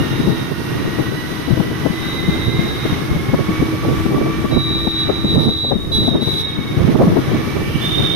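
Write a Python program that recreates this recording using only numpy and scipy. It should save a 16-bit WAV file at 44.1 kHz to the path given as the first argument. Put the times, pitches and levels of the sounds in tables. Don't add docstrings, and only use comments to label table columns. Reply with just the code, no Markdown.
import sys
import numpy as np
from scipy import signal
from scipy.fft import rfft, irfft, next_fast_len
from scipy.io import wavfile
from scipy.ndimage import uniform_filter1d, minimum_filter1d

SR = 44100
rng = np.random.default_rng(int(sys.argv[2]) if len(sys.argv) > 2 else 0)


def int16_out(signal):
    q = np.round(np.clip(np.atleast_2d(signal).T, -1, 1) * 32767)
    wavfile.write(sys.argv[1], SR, q.astype(np.int16))


N = 359415
TIME = np.arange(N) / SR

# left port, then right port, in dB.
STEADY_AIR_DB = (-20.5, -21.5)
# middle in seconds, half length in seconds, change in dB, port (0 left, 1 right).
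GUSTS = [(0.29, 0.029, 10.5, 0), (0.573, 0.091, -8, 0), (1.495, 0.46, -3, 1), (1.563, 0.08, 3.5, 0),
         (2.495, 0.038, 4, 1), (2.598, 0.046, 3, 0), (4.02, 0.28, 2.5, 0), (3.85, 0.19, 4, 1),
         (4.207, 0.12, 5.5, 1), (4.563, 0.046, 9.5, 1), (4.929, 0.15, -8, 1), (5.411, .1, 13.5, 1),
         (5.679, 0.12, -11, 1), (6.04, 0.15, 1.5, 1), (6.142, 0.053, 4.5, 0), (6.436, 0.18, -7, 1),
         (6.457, 0.099, -5.5, 0), (6.942, .17, 11, 1), (7.06, 0.16, 9.5, 0), (7.542, 0.29, 2, 1),
         (7.628, 0.091, -3.5, 0), (8.06, 0.11, 5.5, 0), (7.96, 0.051, 3.5, 1)]
def airflow():
    flow_db = np.outer(STEADY_AIR_DB, np.ones(N))
    for middle, half_length, db, port in GUSTS:
        flow_db[port] += db * np.exp(-np.abs((TIME - middle) / half_length) ** 3)
    return flow_db


# frequency in Hz, relative level in dB.
BUFFET_COLOUR = [(20, -35), (50, -35), (70, -20), (95, -4.5), (135, 2.5), (200, -4), (330, -4.5),
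                 (450, -10), (700, -26), (1200, -32), (3000, -74)]
# frequency in Hz, relative level in dB.
RASP_COLOUR = [(150, -11.5), (400, 0), (650, 1), (850, -7), (1300, -16.5), (5000, -53)]
def wind(airflow_db, trim_db=-0.5, flutter_db=3.0, rasp_db=-17, surge_db=1.43):
    ports = []
    for flow_db in airflow_db + surge_db * np.array([walk(13), walk(15)]):
        swirl = undb(flutter_db * walk(70))
        rasp = undb(rasp_db + .5 * (flow_db - np.mean(flow_db))) * unit(swirl ** 2) * noise(RASP_COLOUR)
        buffet = unit(swirl) * noise(BUFFET_COLOUR)
        ports.append(undb(flow_db + trim_db) * (buffet + rasp))
    return np.array(ports)


EDDY_S, EDDY_HZ = .017, 250.6
# frequency in Hz, relative level in dB.
KNOCK_COLOUR = [(200, -1), (520, 3.5), (850, 2.5), (1600, -13), (3500, -44)]
# middle in seconds, level in dB, pitch in Hz, port (0 left, 1 right).
HARD_EDDIES = [(.204, -9.5, 234, 0), (.282, -5, 220.4, 0), (.995, -16, 305, 0), (1.486, -11, 267, 0),
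               (1.512, -7.5, 232, 0), (1.531, -2.5, 135, 0), (1.578, -11, 280, 0), (1.605, -5, 265, 0),
               (1.863, -2, 340.4, 0), (1.905, -9.5, 198, 0), (2.291, -5.5, 188, 0), (2.482, -6, 124, 1),
               (2.549, -13, 167, 1), (2.597, -11.5, 172.6, 0), (2.858, -10, 287, 0), (2.929, -8.5, 227, 0),
               (3.118, -8.5, 167.9, 0), (3.162, -10, 194, 0), (3.342, -3, 288.4, 0), (3.344, -11, 317.6, 1),
               (3.394, -10.5, 316.4, 1), (3.494, -9.5, 189, 0), (3.604, -8.5, 183, 1), (3.626, -6, 284, 0),
               (4.063, -8.5, 277.1, 0), (4.149, -9, 274, 1), (4.183, -9.5, 243.5, 0),
               (4.213, -10, 320.9, 1), (4.449, -8, 278, 0), (4.571, 0, 266.8, 1), (4.875, -9.5, 302.1, 0),
               (5.1, -6.5, 380, 0), (5.248, -10.5, 224, 0), (5.255, -10, 171.7, 1), (5.375, 0, 237.4, 1),
               (5.476, -8, 202.5, 1), (5.492, -9.5, 246.5, 0), (5.648, -21.5, 424, 0), (5.721, -11, 410, 0),
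               (5.762, -9.5, 198, 0), (5.986, -10, 192, 0), (6.005, -13, 140, 1), (6.085, -6, 324.7, 0),
               (6.15, -12, 292.5, 1), (6.157, -7.5, 272, 0), (6.226, -10, 243.5, 0), (6.593, -13.5, 252, 0),
               (6.778, -4.5, 149.4, 0), (6.816, -4, 160, 1), (6.848, -1, 150, 1), (6.891, -2, 228, 1),
               (6.956, 1, 290.7, 1), (7.003, -6, 360, 1), (7.019, -13, 429, 0), (7.02, -13, 459, 1),
               (7.038, -4, 298.5, 0), (7.074, -2, 254, 1), (7.082, -7, 260, 0), (7.17, -1, 356.4, 0),
               (7.19, -7.5, 251, 0), (7.336, -9, 211.6, 0), (7.351, -10, 264, 1), (7.477, -12.5, 233, 0),
               (7.756, -6.5, 164.4, 1)]
def eddies(airflow_db, wander=0.5534, trail_db=-18, knock_db=-15, knock_half_s=0.0047):
    out, rasp, burst = np.zeros((2, N)), noise(RASP_COLOUR), noise(KNOCK_COLOUR)
    bend = np.exp(wander * np.tanh(walk(650)) - wander ** 2 / 2)
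    for middle, db, hz, port in HARD_EDDIES + chance_eddies(airflow_db):
        near = slice(max(int((middle - 2 * EDDY_S) * SR), 0), int((middle + 2 * EDDY_S) * SR))
        phase = rng.random() + np.cumsum(hz * bend[near]) / SR
        age = TIME[near] - middle
        swirl = np.sqrt(2) * np.sin(2 * np.pi * phase) * np.exp(-(age / (0.56 * EDDY_S)) ** 2)
        trail = rasp[near] * np.exp(-(age / (0.61 * EDDY_S)) ** 2) * undb(trail_db)
        knock = burst[near] * np.exp(-(age / knock_half_s) ** 2) * undb(knock_db)
        out[port, near] += undb(db) * (swirl + (trail + knock) * (hz / EDDY_HZ) ** 3.06)
    return out


def chance_eddies(airflow_db, count=50, pitch_spread=0.34):
    rows = []
    for when, pitch, side in rng.random((count, 3)):
        at, port = int(when * N), int(side > .5)
        hz = EDDY_HZ * np.exp(pitch_spread * (2 * pitch - 1))
        rows.append((TIME[at], airflow_db[port, at], hz, port))
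    return rows


# harmonic number, relative level in dB.
HORN_HARMONICS = [(1, -25), (3, -44), (7, -44), (8, -21.5), (9, -1), (10, -38), (12, -64), (13, -34.5),
                  (14, -49), (18, -70), (21, -48), (22, -39), (23, -31.5), (24, -46), (26, -48), (28, -46),
                  (33, -52)]
def horn_cycle(size=2048, leaf_loss_db=0.4):
    turn = np.arange(size) / size
    multiples, levels = np.transpose(HORN_HARMONICS)
    orders = np.arange(1, 37)
    gains = undb(np.interp(orders, multiples, levels))
    partials = gains[:, None] * np.sin(2 * np.pi * orders[:, None] * turn)
    ring = np.argmax(gains)
    disc = partials[ring]
    through_leaves = undb(-leaf_loss_db * np.maximum(orders - orders[ring], 0))
    return disc, partials.sum(axis=0) - disc, through_leaves @ partials - disc


# frequency in Hz, relative level in dB.
HISS_COLOUR = [(2000, 5), (4000, 6.5), (5500, 5), (6600, -1), (7400, -19), (8300, -2.5), (9500, 1.5),
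               (10800, -1), (11900, 3), (14400, -5)]
# time in seconds, gain in dB.
BUSH_SCREEN = [(5.02, 0), (5.12, -4.5), (5.23, -4.5), (5.3, 0)]
# start and end in seconds, pitch in Hz,
# swell in seconds, direct level in dB, tree echo in dB, sizzle in dB against the direct sound,
# Doppler ratio of far echoes, left minus right in dB, buzz in dB, growth in dB per second,
# flutter in dB, hillside echo in dB.
TOOTS = [ (-.3, .38, 428.5, .05, -47, -42.5, -26, .968, -7, -3, 5, 4, -46),
         (.65, 1.5, 445, .1, -53, -45, -26, .972, -6, -3, 0, 4, -50),
         (1.91, 2.86, 428.6, .022, -34, -33.5, -19, .963, -4, -2, -1, 4, -39),
         (4.508, 5.705, 431.3, .008, -23.6, -27.8, -29, .96, -2, -2.5, 1.2, 2.2, -38),
         (5.917, 6.095, 432.7, .005, -18, -23.5, -22, .96, -1, 4.5, -14, 2, -33),
         (6.208, 6.42, 431.8, .004, -23.3, -24, -16, .964, -2, 7, 12, 2.3, -33),
         (7.812, 8.3, 392, .002, -31, -21.5, -10, 1.047, -7, 2, -6, 3, -33), ]
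def horns(trees=48, far_s=.4, echo_t60=1.5, bend_s=.05, scatter=.008, hillside_s=.09,
          creep_hz_per_s=1.9, release_s=0.0045, rattle_db=8):
    disc, buzz, dull_buzz = horn_cycle()
    rattle = unit(undb(rattle_db * np.tanh(walk(130))))
    waver = 1 + .0003 * walk(40) + 0.0026 * walk(900)
    drift = 0.002507 * walk(16)
    out, hiss = np.zeros((2, N)), np.array([noise(HISS_COLOUR), noise(HISS_COLOUR)])

    def toot(start, end, hz, swell, growth, rasp, port_phases, echo=True):
        span = slice(int(np.clip(start * SR, 0, N)), int(np.clip((end + 0.057) * SR, 0, N)))
        age = np.maximum(TIME[span] - start, 0)
        shift = waver[span] + echo * drift[rng.integers(N // 2):][:len(age)]
        settle = 1 + 0.0071 * np.exp(-age / 0.012)
        phase = np.cumsum((hz + creep_hz_per_s * age) * shift * settle) / SR
        attack = np.sqrt(1 - np.exp(-age / (2 * swell)))
        release = np.exp(-np.maximum(TIME[span] - end, 0) / release_s)
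        place = (np.add.outer(port_phases, phase) * len(disc)).astype(int) % len(disc)
        tone = (disc[place] + rattle[span] * rasp[place]) / np.std(disc)
        return span, attack * release * undb(growth * age) * tone

    def flutter(db):
        return unit(undb(db * (np.array([walk(24), walk(21)]) + walk(15)) / np.sqrt(2)))

    for (start, end, hz, swell, direct_db, echo_db, sizzle_db, doppler,
         side_db, buzz_db, growth, flutter_db, hillside_db) in TOOTS:
        heard = np.zeros((2, N))
        near_buzz, far_buzz = buzz * undb(buzz_db), dull_buzz * undb(buzz_db / 2)
        span, direct = toot(start, end, hz, swell, growth, near_buzz, [0, .025], echo=False)
        sizzle = np.abs(direct) * hiss[:, span] * undb(sizzle_db)
        heard[:, span] += (direct * flutter(flutter_db)[:, span] + sizzle) * undb(direct_db)
        span, slap = toot(start + hillside_s, end + hillside_s, hz * doppler,
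                          swell, growth, far_buzz, [0, .01])
        heard[:, span] += slap * undb(hillside_db) * flutter(flutter_db)[:, span]
        lags = 0.027 + far_s * ((np.arange(trees) + rng.random(trees)) / trees) ** 1.4
        gains = undb(-60 * lags / echo_t60)
        gains = gains / np.linalg.norm(gains) * undb(echo_db)
        for lag, gain, (detune, *phases) in zip(lags, gains, rng.standard_normal((trees, 3))):
            ratio = 1 + (doppler - 1) * (1 - np.exp(-lag / bend_s)) + scatter * detune
            span, reflection = toot(start + lag, end + lag, hz * ratio, swell, growth, far_buzz, phases)
            heard[:, span] += gain * reflection
        out += heard * pan(side_db)
    return out * undb(curves(BUSH_SCREEN)[0])


# time in seconds, gear mesh pitch in Hz, engine load in dB (near 0 at full throttle).
RIDE = [(0, 930, 0.5), (.5, 935.7, 0), (1.3, 971.7, 0), (1.75, 977, -0.5), (2.05, 1014, 0),
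        (2.55, 1039, -1), (3.0, 1080, 0), (3.15, 1088, -1), (3.75, 1142, -0.5), (4.6, 1161, -2.5),
        (5.35, 1178, -5), (5.65, 1148, -11.5), (6.15, 1119, -8.5), (6.35, 1113, -8), (6.7, 1107, -3),
        (7.2, 1124, -1.5), (7.6, 1153, -0.5), (7.85, 1152, 0.5), (8.15, 1134, -4)]
# time in seconds, relative level in dB.
HUM_FADER = [(0, 1), (.7, -3), (1.6, -6), (2.8, -3.5), (3.6, 0), (4.3, 2), (5.2, -2), (5.65, -12.5),
             (6.3, -14), (6.8, -3.5), (8.15, -7)]
# frequency in Hz, relative level in dB.
CLATTER_COLOUR = [(200, 9), (500, -4), (800, 5), (1020, 3.5), (1150, 7.5), (1300, 6), (1650, 2.5),
                  (2000, 5), (2500, -1), (3200, -1.5), (3900, -1), (4400, -14), (5700, -10), (6600, -15.5),
                  (7400, -25.5), (14000, -38)]
def engine(mesh_hz, load_db, hum_db, clatter_db=-29.0, pipe_db=-29.5, pipe_hz=322, thud_db=-36.5):
    firing_hz = mesh_hz / 25
    cycle = 2 * np.pi * np.cumsum(firing_hz * (1 + 0.00671 * walk(24.96))) / SR
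    pulse = unit(1 + 0.047 * np.cos(cycle) * undb(3.0 * walk(45)))
    clatter = spread(lambda: noise(CLATTER_COLOUR), shared=0.18) * pulse
    clatter *= undb(clatter_db + 0.94 * load_db + 1.42 * walk(12))
    orders = np.arange(2, 11)
    drone = unit(sum(np.sin(k * cycle) / (1 + ((k * firing_hz - pipe_hz) / 17) ** 2) for k in orders))
    thud = unit(sum(np.sin(k * cycle) / k for k in orders))
    exhaust = drone * undb(pipe_db + hum_db) + thud * undb(thud_db + load_db)
    return clatter * pan(-3.0) + exhaust * undb(2 * walk(30)) * pan(0.58)


# time in seconds, level in dB before the case's lift.
OCTAVE_FADER = [(0, -38), (.6, -41.5), (1.1, -36), (1.35, -42), (1.8, -39), (2.35, -37), (2.85, -41.5),
                (3.3, -36.5), (4, -43), (4.6, -40.5), (5.3, -49), (5.6, -57), (6.2, -61), (6.3, -48),
                (6.65, -40), (7, -46.5), (7.65, -36), (8.15, -40.5)]
# multiple of the mesh pitch, relative level in dB.
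SIDE_WHINES = [(1.1, -10.5), (1.55, -4.5), (1.69, -15.5)]
def gears(mesh_hz, load_db, hum_db, mesh_db=-45, whines_db=-40.0, wobble=0.00604):
    hz = mesh_hz * (1 + wobble * walk(110))
    mesh = spread(lambda: whine(hz, blur=0.79), shared=0.79)
    mesh *= case_gain(mesh_hz) * undb(mesh_db + 1.04 * hum_db)
    octave = spread(lambda: whine(2 * hz, blur=1.24, flutter_db=2.5), shared=0.51)
    octave *= case_gain(2 * mesh_hz) * undb(curves(OCTAVE_FADER)[0])
    others = sum(undb(db) * spread(lambda: whine(k * hz, blur=1.76), shared=0.15) for k, db in SIDE_WHINES)
    return mesh * pan(4.9) + octave * pan(-4.5) + others * undb(whines_db + load_db) * pan(-10.0)


# centre in Hz, half width in Hz, lift in dB.
CASE_RESONANCES = [(1138, 35, 9), (2078, 26, 6.5)]
def case_gain(hz):
    return undb(sum(db / (1 + ((hz - centre) / width) ** 2) for centre, width, db in CASE_RESONANCES))


# time in seconds, pitch in Hz, level in dB.
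THIN_WHINE_PATH = [(0, 2850, -38), (.25, 2764, -46), (.6, 2735, -41), (1.0, 2900, -47), (1.8, 3000, -45),
                   (2.2, 3000, -47), (2.7, 3060, -70)]
def thin_whine():
    hz, db = curves(THIN_WHINE_PATH)
    return spread(lambda: whine(hz, blur=1.9), shared=.3) * undb(db) * pan(-7)


# time in seconds, level in dB, resonance in Hz.
INTAKE_SWEEP = [(7.3, -75, 2615), (7.6, -42, 2770), (7.76, -33.5, 2960), (8.15, -34.5, 3100)]
def intake(width_hz=750):
    db, hz = curves(INTAKE_SWEEP)
    phase = 2 * np.pi * np.cumsum(hz) / SR
    rasp = spread(lambda: walk(width_hz) * np.sin(phase) + walk(width_hz) * np.cos(phase), shared=0.12)
    return rasp * undb(db) * pan(-3)


# start in seconds, relative level in dB.
BUMPS = [(1.51, -18), (2.457, -13), (3.102, -15), (4.535, -15), (5.948, -10)]
def bumps(hz=80, rise_s=0.014, trim_db=-3, wander=.25):
    swing = np.sin(2 * np.pi * np.cumsum(hz * np.exp(wander * walk(120))) / SR)
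    return swing * sum(undb(db + trim_db) * np.exp(-((TIME - s) / rise_s - 1) ** 2) for s, db in BUMPS)


# frequency in Hz, relative level in dB.
RUMBLE_COLOUR = [(20, 0), (45, -16), (68, 12.5), (110, 6.5), (250, -36.5)]
# time in seconds, level in dB.
RUMBLE_FADER = [(0, -41), (1.3, -43), (2.2, -32), (3, -34), (3.8, -26.5), (5.8, -29.5), (6.5, -40),
                (8.15, -29)]
def road(uneven_db=5.5):
    rumble = spread(lambda: noise(RUMBLE_COLOUR), shared=0.1)
    return rumble * undb(curves(RUMBLE_FADER)[0] + uneven_db * np.tanh(walk(12)))


def rush(load_db, airflow_db, tyres_db=-51, pull_db=-42, gust_db=-29):
    pull = undb(pull_db + 2.0 * load_db) * pan(-15)
    gain = np.sqrt(undb(tyres_db) ** 2 + pull ** 2 + undb(gust_db + airflow_db) ** 2)
    return gain * np.array([noise(HISS_COLOUR) * undb(.5 * walk(23)) for _ in range(2)])


def whine(hz, blur, flutter_db=3.5):
    phase = 2 * np.pi * np.cumsum(hz) / SR
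    return unit(np.sin(phase + blur * walk(70)) * undb(flutter_db * walk(60)))


def noise(colour):
    hz, db = np.transpose(colour)
    size = next_fast_len(N)
    bins_hz = np.arange(size // 2 + 1) * SR / size
    gains = undb(np.interp(np.log(bins_hz + 1), np.log(hz), db))
    return unit(irfft(rfft(rng.standard_normal(size)) * gains, size)[:N])


def walk(rate):
    hold = max(int(SR / rate), 2)
    steps = np.repeat(rng.standard_normal(N // hold + 1), hold)
    return unit(uniform_filter1d(uniform_filter1d(steps, hold), hold)[:N])


def spread(source, shared):
    return np.sqrt(shared) * source() + np.sqrt(1 - shared) * np.array([source(), source()])


def pan(db):
    return undb(np.array([[1], [-1]]) * db / 2)


def curves(table):
    seconds, *columns = np.transpose(table)
    return [np.interp(TIME, seconds, column) for column in columns]


def undb(db):
    return 10 ** (np.asarray(db) / 20)


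def unit(x):
    return x / np.sqrt(np.mean(x ** 2))


def scene():
    mesh_hz, load_db = curves(RIDE)
    hum_db, = curves(HUM_FADER)
    airflow_db = airflow()
    drive = engine(mesh_hz, load_db, hum_db) + gears(mesh_hz, load_db, hum_db) + thin_whine() + intake()
    wheels = road() + spread(bumps, shared=0.33)
    return wind(airflow_db) + eddies(airflow_db) + horns() + drive + wheels + rush(load_db, airflow_db)


def record(dry, ceiling=0.93, window=441, top_hz=14330):
    needed = ceiling / np.maximum(np.abs(dry), ceiling)
    gain = uniform_filter1d(minimum_filter1d(needed, window), window)
    lowpass = signal.ellip(10, .2, 80, top_hz, fs=SR, output="sos")
    return signal.sosfilt(lowpass, dry * gain, axis=-1)


dry = scene()
out = record(dry)
int16_out(out)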